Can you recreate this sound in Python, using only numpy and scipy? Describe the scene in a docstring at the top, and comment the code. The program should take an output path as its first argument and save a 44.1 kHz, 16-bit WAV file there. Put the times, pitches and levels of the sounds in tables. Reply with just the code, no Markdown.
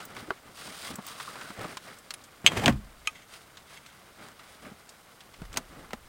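"""Gear is unloaded through the open rear door of a pickup, heard from inside the upholstered cab.
First a nylon pack is lifted out and shouldered: its cloth rubs in dense tiny slips, straps rasp as
narrow noise, and buckles tick as damped bursts. Then a tripod clacks in ringing modes, drags over the
seat as swelling friction, drops on the sill, rocks the cab and taps the door trim. Clothes rustle on;
last, a hand takes the door, which knocks and rumbles as it starts to swing. Quiet air lies under all."""
import sys
import numpy as np
from scipy import signal
from scipy.fft import rfft, irfft
from scipy.io import wavfile
from scipy.ndimage import uniform_filter1d

SR = 44100
rng = np.random.default_rng(int(sys.argv[2]) if len(sys.argv) > 2 else 0)


def transcribe(signal):
    """Save signal, clipped to [-1, 1], as a 16-bit WAV file at the path in sys.argv[1]."""
    frames = np.atleast_2d(signal).T
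    limited = np.clip(frames, -1, 1)
    pcm = np.round(limited * 32767).astype(np.int16)
    wavfile.write(sys.argv[1], SR, pcm)


N = 268128
TIME = np.arange(N) / SR
RING_TIME = TIME[:SR // 2]  # every single hit lasts half a second


def undb(db):
    """Decibels to gain."""
    return 10 ** (np.asarray(db) / 20)


def unit(x):
    """Scale to rms 1."""
    return x / np.sqrt(np.mean(x ** 2))


def log_bins(x):
    """Octave position of each bin of the spectrum of x."""
    return np.log2(np.maximum(np.arange(len(x) // 2 + 1) * SR / len(x), 1))


def colour(x, points):
    """Filter x through a curve of (frequency [Hz], gain [dB]) points, then scale to rms 1."""
    hz, db = np.transpose(points)
    gain = undb(np.interp(log_bins(x), np.log2(hz), db))
    return unit(irfft(rfft(x) * gain, len(x)))


def decay(seconds, t60):
    """Exponential decay that falls 60 dB in t60 seconds."""
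    return np.exp(-np.log(1000) * seconds / t60)


def fade(t60):
    """Decay of a struck thing from the moment of the hit."""
    return decay(RING_TIME, t60)


def band_noise(hz, octaves):
    """Noise in a bell around hz, with gentle skirts."""
    x = rng.standard_normal(len(RING_TIME))
    distance = (log_bins(x) - np.log2(hz)) / octaves
    return irfft(rfft(x) / (1 + distance ** 2 / 2) ** 2, len(x))


def add(out, s, db, x):
    """Mix in a hit at time s; db is its energy taken as an rms over 10 ms."""
    start = int(s * SR)
    x = x * undb(db) * np.sqrt(SR / 100 / np.sum(x ** 2))
    out[start:start + len(x)] += x[:N - start]


def walk(rate):
    """Smooth random wander of rms 1, with rate new values per second."""
    step = max(int(SR / rate), 1)
    values = np.repeat(rng.standard_normal(N // step + 1), step)[:N]
    return unit(uniform_filter1d(values, step))


def movement(start, length):
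    """Gain of one hand or arm movement: smooth attack, hold, smooth release."""
    attack_s, release_s = 0.027, 0.042
    rise = 1 + np.tanh((TIME - start) / attack_s)
    fall = 1 - np.tanh((TIME - start - length) / release_s)
    return rise * fall / 4


def movements(table):
    """Summed gain of movements (start [s], length [s], level [dB])."""
    return sum(undb(db) * movement(start, length) for start, length, db in table)


def friction(points, slips_per_s, spread_db, patchy_db, smear_t60):
    """Dense tiny slips of uneven size, gripping and easing in patches, smeared by the nearby panels."""
    chance, size, sign = rng.random(N), rng.exponential(size=N), rng.choice([-1, 1], N)
    slips = (chance < slips_per_s / SR) * sign * undb(spread_db * np.minimum(size, 4))
    slips = slips * undb(patchy_db * walk(90))
    # slips come from eight places, each with its own short echo
    place = rng.integers(0, 8, N)
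    smeared = np.zeros(N)
    for k in range(8):
        path = rng.standard_normal(len(RING_TIME)) * fade(smear_t60)
        smeared += signal.oaconvolve(slips * (place == k), path)[:N]
    return colour(smeared, points)


def struck(blows, modes, crack_db, crack_hz, crack_t60, scatter_db, scatter_t60):
    """Each blow rings the modes and cracks; seats and panels close by scatter it back."""
    out = np.zeros(N)
    for s, db, contact_ms in blows:
        ring = undb(crack_db) * unit(band_noise(crack_hz, 1.08)) * fade(crack_t60)
        for k, (hz, mode_db, t60) in enumerate(modes):
            # neighbouring modes start in opposite directions
            ring += (-1) ** k * undb(mode_db) * fade(t60) * np.sin(2 * np.pi * hz * RING_TIME)
        # a longer contact pushes more softly and dulls the treble
        keep = np.exp(-1000 / (SR * contact_ms))
        ring = signal.lfilter([1 - keep], [1, -keep], ring)
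        # the first scattered sound returns after 1.5 ms
        scatter = rng.standard_normal(len(ring)) * fade(scatter_t60) * (RING_TIME > .0015)
        echo = signal.fftconvolve(ring, scatter / np.linalg.norm(scatter))[:len(ring)]
        add(out, s, db, ring + undb(scatter_db) * echo)
    return out


# colour that the cab and microphone lend to every click: (frequency [Hz], gain [dB])
CLICK_COLOUR = [(100, 0), (280, 4), (450, 3), (1200, 5.5), (1800, 0), (3100, 0.5), (3900, -0.5),
                (6500, 0.5), (9000, 1.5), (10500, -7.5), (15500, -2)]


def click(hz, octaves, t60):
    """A quickly damped noise burst with a faint cab tail."""
    tail_db, tail_t60 = -31, 0.12
    envelope = fade(t60) + undb(tail_db) * fade(tail_t60)
    return colour(band_noise(hz, octaves), CLICK_COLOUR) * envelope


def clicks(table, octaves, t60):
    """Play clicks (time [s], level [dB], centre [Hz]) of one width and damping."""
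    out = np.zeros(N)
    for s, db, hz in table:
        add(out, s, db, click(hz, octaves, t60))
    return out


# still outdoor air and microphone hiss: (frequency [Hz], gain [dB])
AIR_COLOUR = [(15, -39.5), (25, 3), (164, 6.5), (290, -5), (469, 1.5), (523, -0.5), (848, 0), (1110, 1),
              (1380, -4), (2230, -16), (4260, -11.5), (8350, -11), (15500, -14)]


def air():
    """Quiet open country and hiss: coloured noise that barely swells."""
    level_db, swell_db = -59.5, 0.2
    swell = undb(level_db + swell_db * walk(3.33))
    return swell * colour(rng.standard_normal(N), AIR_COLOUR)


# strokes of cloth as the pack is lifted out and shouldered and its wearer turns to the door:
# (start [s], length [s], level of the scuffing [dB], brightness [dB])
CLOTH_STROKES = [(-.02, 0.081, -49.5, -1), (.08, 0.072, -50, -4), (0.152, 0.081, -45, -3),
                 (0.26, 0.1, -52.5, -3.5), (0.457, 0.051, -54, -5), (.558, 0.35, -49.5, 5.5),
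                 (0.657, 0.056, -53, -13), (0.831, 0.075, -43, 5), (0.891, 0.073, -46.5, -5),
                 (1.002, 0.32, -52.5, 2.5), (1.063, .065, -50, 10), (1.203, .03, -49, 11.5),
                 (1.267, 0.045, -44.5, 2.5), (1.32, 0.25, -49, 0), (1.581, 0.091, -40, -4.5),
                 (1.682, 0.069, -46, 0.5), (1.829, 0.13, -50.5, 0), (3.317, 0.042, -50, 7.5),
                 (3.68, 0.088, -54.5, 2.5), (4.196, .1, -51, -3.5), (4.377, 0.2, -58.5, 1),
                 (4.623, .08, -50, -5.5), (5.405, .025, -57, -13), (5.531, 0.074, -53, -11),
                 (5.701, 0.17, -54, -6.5), (5.899, .09, -58, -6)]
# colours of flapping fabric, scuffing straps, swishing nylon and crackling creases:
# (frequency [Hz], gain [dB])
FLAP_COLOUR = [(40, -10), (80, -2), (190, 3.5), (350, 3), (600, -0.5), (1200, -4), (4000, -55)]
SCUFF_COLOUR = [(150, -22.5), (450, -6.5), (850, 0), (1200, 0.5), (1600, -3), (2200, -3), (3600, -15),
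                (7000, -30), (16000, -57)]
SWISH_COLOUR = [(600, -28), (2000, -4.5), (3200, 2), (4200, 0), (5500, 2.5), (7000, -2), (8800, 0),
                (11000, -11), (15500, -11)]
CRACKLE_COLOUR = [(700, -8), (1600, 3.5), (3000, 1), (6500, -2.5), (9000, -3.5), (11000, -11),
                  (15500, -9.5)]


def cloth():
    """Fabric flaps, scuffs, swishes and crackles; a brighter stroke swishes more and flaps less."""
    # levels against the scuffing, in a stroke of brightness 0
    flap_db, swish_db, crackle_db = -4.5, -3.5, -13.5
    # clothes are never quite still
    fidget_db, fidget_swell_db = -59, -0.8
    fidget = undb(fidget_db + fidget_swell_db * walk(6.6))

    def layer_gain(lean):
        """Power sum of fidgeting and strokes; lean says how brightness acts on this layer."""
        power = fidget ** 2
        for start, length, db, bright_db in CLOTH_STROKES:
            power = power + (undb(db + lean * bright_db) * movement(start, length)) ** 2
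        return np.sqrt(power)

    flap, scuff, swish = layer_gain(-1), layer_gain(0), layer_gain(1)
    out = undb(flap_db) * flap * friction(FLAP_COLOUR, 1500, 1.13, 1.6, smear_t60=0.017)
    out += scuff * friction(SCUFF_COLOUR, 1800, 1.9, 1.1, smear_t60=0.016)
    out += undb(swish_db) * swish * friction(SWISH_COLOUR, 4000, 1.5, 1.6, smear_t60=0.0073)
    # sparse slips let the creases crackle in single grains
    out += undb(crackle_db) * scuff * friction(CRACKLE_COLOUR, 139.7, 3.5, 1.53, smear_t60=0.008)
    return out


# plastic clips and gear tick: (time [s], level [dB], centre [Hz])
GEAR_TICKS = [(.003, -42, 2010), (0.166, -39.5, 1600), (0.376, -54, 1490), (.674, -43, 876),
              (.985, -40, 700), (1.2, -36, 1300), (1.357, -41, 1300), (1.4114, -41, 1660),
              (1.502, -42, 1300), (1.644, -34.5, 720), (2.2395, -51, 5900), (3.338, -46.5, 2200),
              (3.571, -45.5, 2500), (3.8618, -48.5, 2780), (4.394, -49, 1984), (4.8916, -48, 5500),
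              (5.206, -48.5, 2700), (5.3398, -50, 2020)]


def gear_ticks():
    """Light plastic gives broad, quickly damped clicks."""
    return clicks(GEAR_TICKS, octaves=1.17, t60=0.063)


# straps sliding through their loops: (middle [s], length [s], level [dB], centre [Hz])
STRAP_SLIDES = [(0.01, 0.054, -48.5, 1410), (1.09, 0.045, -52.5, 950), (1.19, 0.34, -51.5, 1173),
                (1.286, 0.021, -40.5, 1201), (1.435, 0.12, -48, 1498)]


def straps(width_hz=230):
    """Webbing rasps in one narrow band while it slides: slow noise carried on a tone."""
    low_pass = signal.butter(1, width_hz / 2, fs=SR, output="sos")
    grain = unit(signal.sosfilt(np.vstack([low_pass, low_pass]), rng.standard_normal((2, N))))
    out = np.zeros(N)
    for s, length, db, hz in STRAP_SLIDES:
        near = np.abs(TIME - s) < 2 * length
        t = TIME[near]
        phase = 2 * np.pi * hz * t
        rasp = grain[0, near] * np.cos(phase) + grain[1, near] * np.sin(phase)
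        out[near] += undb(db) * np.exp(-2 * ((t - s) / length) ** 2) * rasp
    return out


# metal fittings: (time [s], level of the click [dB], centre of the click [Hz], ring [Hz])
CLINKS = [(.052, -46, 11900, 15100), (.956, -42, 11100, 7850), (1.066, -44, 9050, 15000),
          (1.7706, -37, 2100, 1040), (1.987, -54, 8980, 8000), (2.106, -36, 2850, 4370),
          (2.139, -40.5, 3300, 10020), (5.572, -32.5, 6100, 6520)]


def clinks():
    """Metal fittings click and ring briefly on one pitch."""
    ring_db, ring_t60 = -2.5, 0.029  # ring level against the click
    out = np.zeros(N)
    for s, db, hz, ring_hz in CLINKS:
        add(out, s, db, click(hz, octaves=1.47, t60=0.036))
        add(out, s, db + ring_db, np.sin(2 * np.pi * ring_hz * RING_TIME) * fade(ring_t60))
    return out


# soft bumps of pack, tripod, feet and hand: (time [s], level [dB], pitch [Hz])
BUMPS = [(.226, -42.5, 224), (0.281, -42, 330), (.305, -34, 375), (.903, -39, 240), (0.937, -43, 196),
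         (.984, -36, 200), (1.293, -45, 196), (1.501, -42.5, 185), (1.586, -41, 120), (1.65, -42, 304),
         (2.442, -37, 185), (2.579, -28.5, 105), (4.66, -48, 224), (4.716, -45, 209), (5.417, -37.5, 170),
         (5.575, -38.5, 242), (5.932, -37.5, 236)]


def bumps():
    """Soft contact gives a few low cycles with some noise, easing in and dying away."""
    t60 = .052
    out = np.zeros(N)
    for s, db, hz in BUMPS:
        body = np.sin(2 * np.pi * hz * RING_TIME) + 0.45 * unit(band_noise(hz, 1.0))
        add(out, s, db, body * (fade(t60) - fade(t60 / 4)))
    return out


def pack_knock():
    """The pack knocks once on its way out: a narrow burst with a fainter, higher snap."""
    at_s, t60 = .3055, .026
    body = clicks([(at_s, -27, 1150)], octaves=0.51, t60=t60)
    snap = clicks([(at_s, -44, 3300)], octaves=0.42, t60=t60)
    return body + snap


# the tripod is pulled over the seat ever louder until it drops on the sill
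DRAG_START_S, DRAG_END_S, DRAG_ATTACK_S = 2.44, 2.689, 0.0067


def pull(rise_db_per_s, t60):
    """Gain of the pull on the tripod: it grows steadily to the landing, then dies away."""
    before = np.maximum(DRAG_END_S - TIME, 0)
    after = np.maximum(TIME - DRAG_END_S, 0)
    onset = np.clip((TIME - DRAG_START_S) / DRAG_ATTACK_S, 0, 1)
    return onset * undb(-rise_db_per_s * before) * decay(after, t60)


# colours of the rubbing and of the seat's rumble: (frequency [Hz], gain [dB])
RUB_COLOUR = [(100, -6.5), (350, 5), (800, 1), (1300, -3), (2000, -3.5), (3100, -6), (4200, -13.5),
              (8500, -18), (11000, -25.5), (16000, -30)]
RUMBLE_COLOUR = [(25, -49), (60, -10), (100, 4), (150, 0.5), (230, 1.5), (350, -11.5), (600, -32),
                 (2000, -46)]


def drag():
    """The tripod rubs over the seat in dense slips, and the seat rumbles under it."""
    rub_db, rumble_db = -28, -29  # levels at the end of the pull
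    rub = undb(rub_db) * pull(rise_db_per_s=51, t60=.15)
    rumble = undb(rumble_db) * pull(rise_db_per_s=61.5, t60=0.32)
    return (rub * friction(RUB_COLOUR, 2200, 1.8, 2.63, smear_t60=0.031)
            + rumble * friction(RUMBLE_COLOUR, 2400, 1.0, 1.7, smear_t60=0.013))


# tripod legs clacking together, then the tubes ringing again as the tripod strikes the sill: (time [s], level
# before the bass cut [dB], contact time [ms])
LEG_HITS = [(2.4635, -9.5, 0.014), (2.474, -19, 0.026), (2.479, -27.5, 0.05), (2.6596, -19.5, 0.082),
            (2.6796, -26.5, 0.11)]
# ringing modes of the leg tubes: (frequency [Hz], level [dB], t60 [s])
LEG_MODES = [(850, -25, .08), (1603, -24, 0.07), (2040, -11.5, 0.064), (2210, 1, 0.027),
             (2678, -3.5, 0.035), (2740, -15.5, 0.025), (3010, 17, 0.0044), (3320, -48, 0.026),
             (3130, -10.5, 0.027), (3256, -2, 0.079), (3530, -7, 0.036), (4200, -15, .03),
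             (4510, -17, .025), (5030, -14, .03), (6370, -2.5, 0.0282), (6240, -9, 0.014),
             (7100, -10, 0.021), (7870, -8, .034), (8640, -20.5, 0.025), (9900, -46, 0.043),
             (14700, -33, 0.036)]


def leg_hits():
    """Legs clack together and later strike the sill; each hit rings the modes of their tubes."""
    legs = struck(LEG_HITS, LEG_MODES, crack_db=-7, crack_hz=4940, crack_t60=0.0289,
                  scatter_db=-8.5, scatter_t60=0.049)
    # thin tubes radiate no bass
    return signal.sosfilt(signal.butter(2, 650, "high", fs=SR, output="sos"), legs)


def foot_chatter():
    """A rubber foot sticks and slips at the seat's edge: a brief tone of wavering pitch."""
    at_s, length_s, hz, peak_db = 2.643, .014, 793, -27.5
    stick_slip = np.sin(2 * np.pi * np.cumsum(hz * (1 + 0.054 * walk(400))) / SR)
    return undb(peak_db) * np.exp(-((TIME - at_s) / length_s) ** 2) * stick_slip


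# hard edges crack against the sill: (time [s], level [dB], centre [Hz])
SILL_CRACKS = [(2.659, -24, 3130), (2.68, -20, 1510), (2.725, -46, 1680)]


def sill_cracks():
    """Hard edges give short, dry bursts."""
    return clicks(SILL_CRACKS, octaves=1.13, t60=0.018)


# the tripod drops on the sill: (time [s], level [dB], contact time [ms])
SILL_BLOWS = [(2.662, -18.5, 0.094), (2.669, -27, 1.6), (2.6805, -13, 0.24), (2.6887, -23, 1.5),
              (2.733, -31, 4.8), (2.749, -37, 4)]
# ringing modes of sill and floor pan: (frequency [Hz], level [dB], t60 [s])
SILL_MODES = [(49.9, -13, 0.63), (75.4, -9, 0.21), (135.4, 3, 0.14), (170, -7, 0.18), (204, -8.5, 0.25),
              (236, 0.5, 0.14), (287, 5.5, 0.11), (410, -4.5, 0.038), (547, -1.5, 0.07), (717, 0, 0.067),
              (800, -12, 0.12), (1060, -11, 0.12), (1300, -15, 0.093), (1510, -15, .055),
              (1900, -16, 0.055), (250, 11.5, 0.013)]


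def sill_blows():
    """The landing rings the low modes of the sill and floor pan."""
    return struck(SILL_BLOWS, SILL_MODES, crack_db=1.5, crack_hz=1300, crack_t60=0.098,
                  scatter_db=-16, scatter_t60=0.064)


# colour of the swaying cab and door: (frequency [Hz], gain [dB])
SWAY_COLOUR = [(15, -15), (30, -3.5), (48, -5.5), (75, -14.5), (130, -19.5), (400, -70)]


def sway():
    """Deep noise of large panels in slow motion, at rms 1."""
    return colour(rng.standard_normal(N), SWAY_COLOUR)


def cab_rock():
    """The landing rocks the cab on its springs: deep rumble that settles."""
    level_db, attack_s, t60 = -39, 0.026, 0.82
    since = TIME - DRAG_END_S
    onset = np.clip(since / attack_s, 0, 1)
    return undb(level_db) * onset * decay(np.maximum(since - attack_s, 0), t60) * sway()


# the hand slides on the tripod legs: (start [s], length [s], level [dB])
HAND_SLIDES = [(3.04, .18, -51.5), (3.32, .05, -60), (3.69, 0.21, -54)]


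def grip():
    """Rubbing keeps the longer modes of the leg tubes faintly sounding."""
    rubbing = rng.standard_normal(N) * undb(4.7 * walk(60))
    tubes = np.zeros(N)
    for hz, db, t60 in LEG_MODES:
        if t60 > .02:
            resonator = signal.iirpeak(hz, hz * t60 / 6, fs=SR)
            tubes += undb(db) * signal.lfilter(*resonator, rubbing)
    # skin is soft and stirs the high modes less
    soft = signal.butter(1, 4000, fs=SR, output="sos")
    return movements(HAND_SLIDES) * unit(signal.sosfilt(soft, tubes))


# a leg taps the plastic door trim: (time [s], level [dB], contact time [ms])
TRIM_TAPS = [(3.073, -23.5, 0.034), (3.0783, -39.5, 0.034)]
# ringing modes of the door trim: (frequency [Hz], level [dB], t60 [s])
TRIM_MODES = [(890, -25, 0.089), (1116, -17.5, 0.066), (1240, -10, 0.063), (1600, -13, 0.026),
              (2010, -11.5, 0.034), (2310, -0.5, 0.014), (2495, -1, 0.035), (2700, -0.5, 0.023),
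              (3140, 0, 0.024), (5550, -41, 0.44), (6360, -8, 0.022), (6900, -7, 0.017), (8600, -12, 0.034),
              (10300, -19, .035)]


def trim_taps():
    """A leg taps the door trim on the way out and rings its plastic."""
    return struck(TRIM_TAPS, TRIM_MODES, crack_db=-2.5, crack_hz=5000, crack_t60=0.01,
                  scatter_db=-10, scatter_t60=0.05)


# the door is tugged, then swung: (start [s], length [s], level [dB])
DOOR_PULLS = [(5.405, .035, -41), (5.495, .045, -40), (5.6, .75, -56.5)]


def door_rumble():
    """The moving door rumbles deeply with each pull."""
    return movements(DOOR_PULLS) * sway()


# the handle is taken and the hinge check lets go: (time [s], level [dB], centre [Hz])
DOOR_KNOCKS = [(5.4182, -46.5, 520), (5.452, -52, 1510), (5.5294, -47, 3000), (5.541, -44, 2480),
               (5.5616, -40, 1070), (5.5718, -28, 2420), (5.582, -38, 580), (5.9069, -46.5, 1200),
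               (5.9329, -33, 800)]


def door_knocks():
    """Handle and hinge check knock in broad, damped bursts."""
    return clicks(DOOR_KNOCKS, octaves=1.64, t60=.033)


def scene():
    """Everything as it reaches the one microphone in the cab."""
    pack = cloth() + gear_ticks() + straps() + clinks() + bumps() + pack_knock()
    tripod = drag() + leg_hits() + foot_chatter() + sill_cracks() + sill_blows()
    tripod += cab_rock() + grip() + trim_taps()
    door = door_rumble() + door_knocks()
    return (air() + pack + tripod + door)[None]


def record(dry):
    """The recorder clips whatever exceeds full scale and cuts the top."""
    top_hz = 15900
    top_cut = signal.ellip(10, .1, 80, top_hz, fs=SR, output="sos")
    return signal.sosfilt(top_cut, np.clip(dry, -1, 1))


dry = scene()
out = record(dry)
transcribe(out)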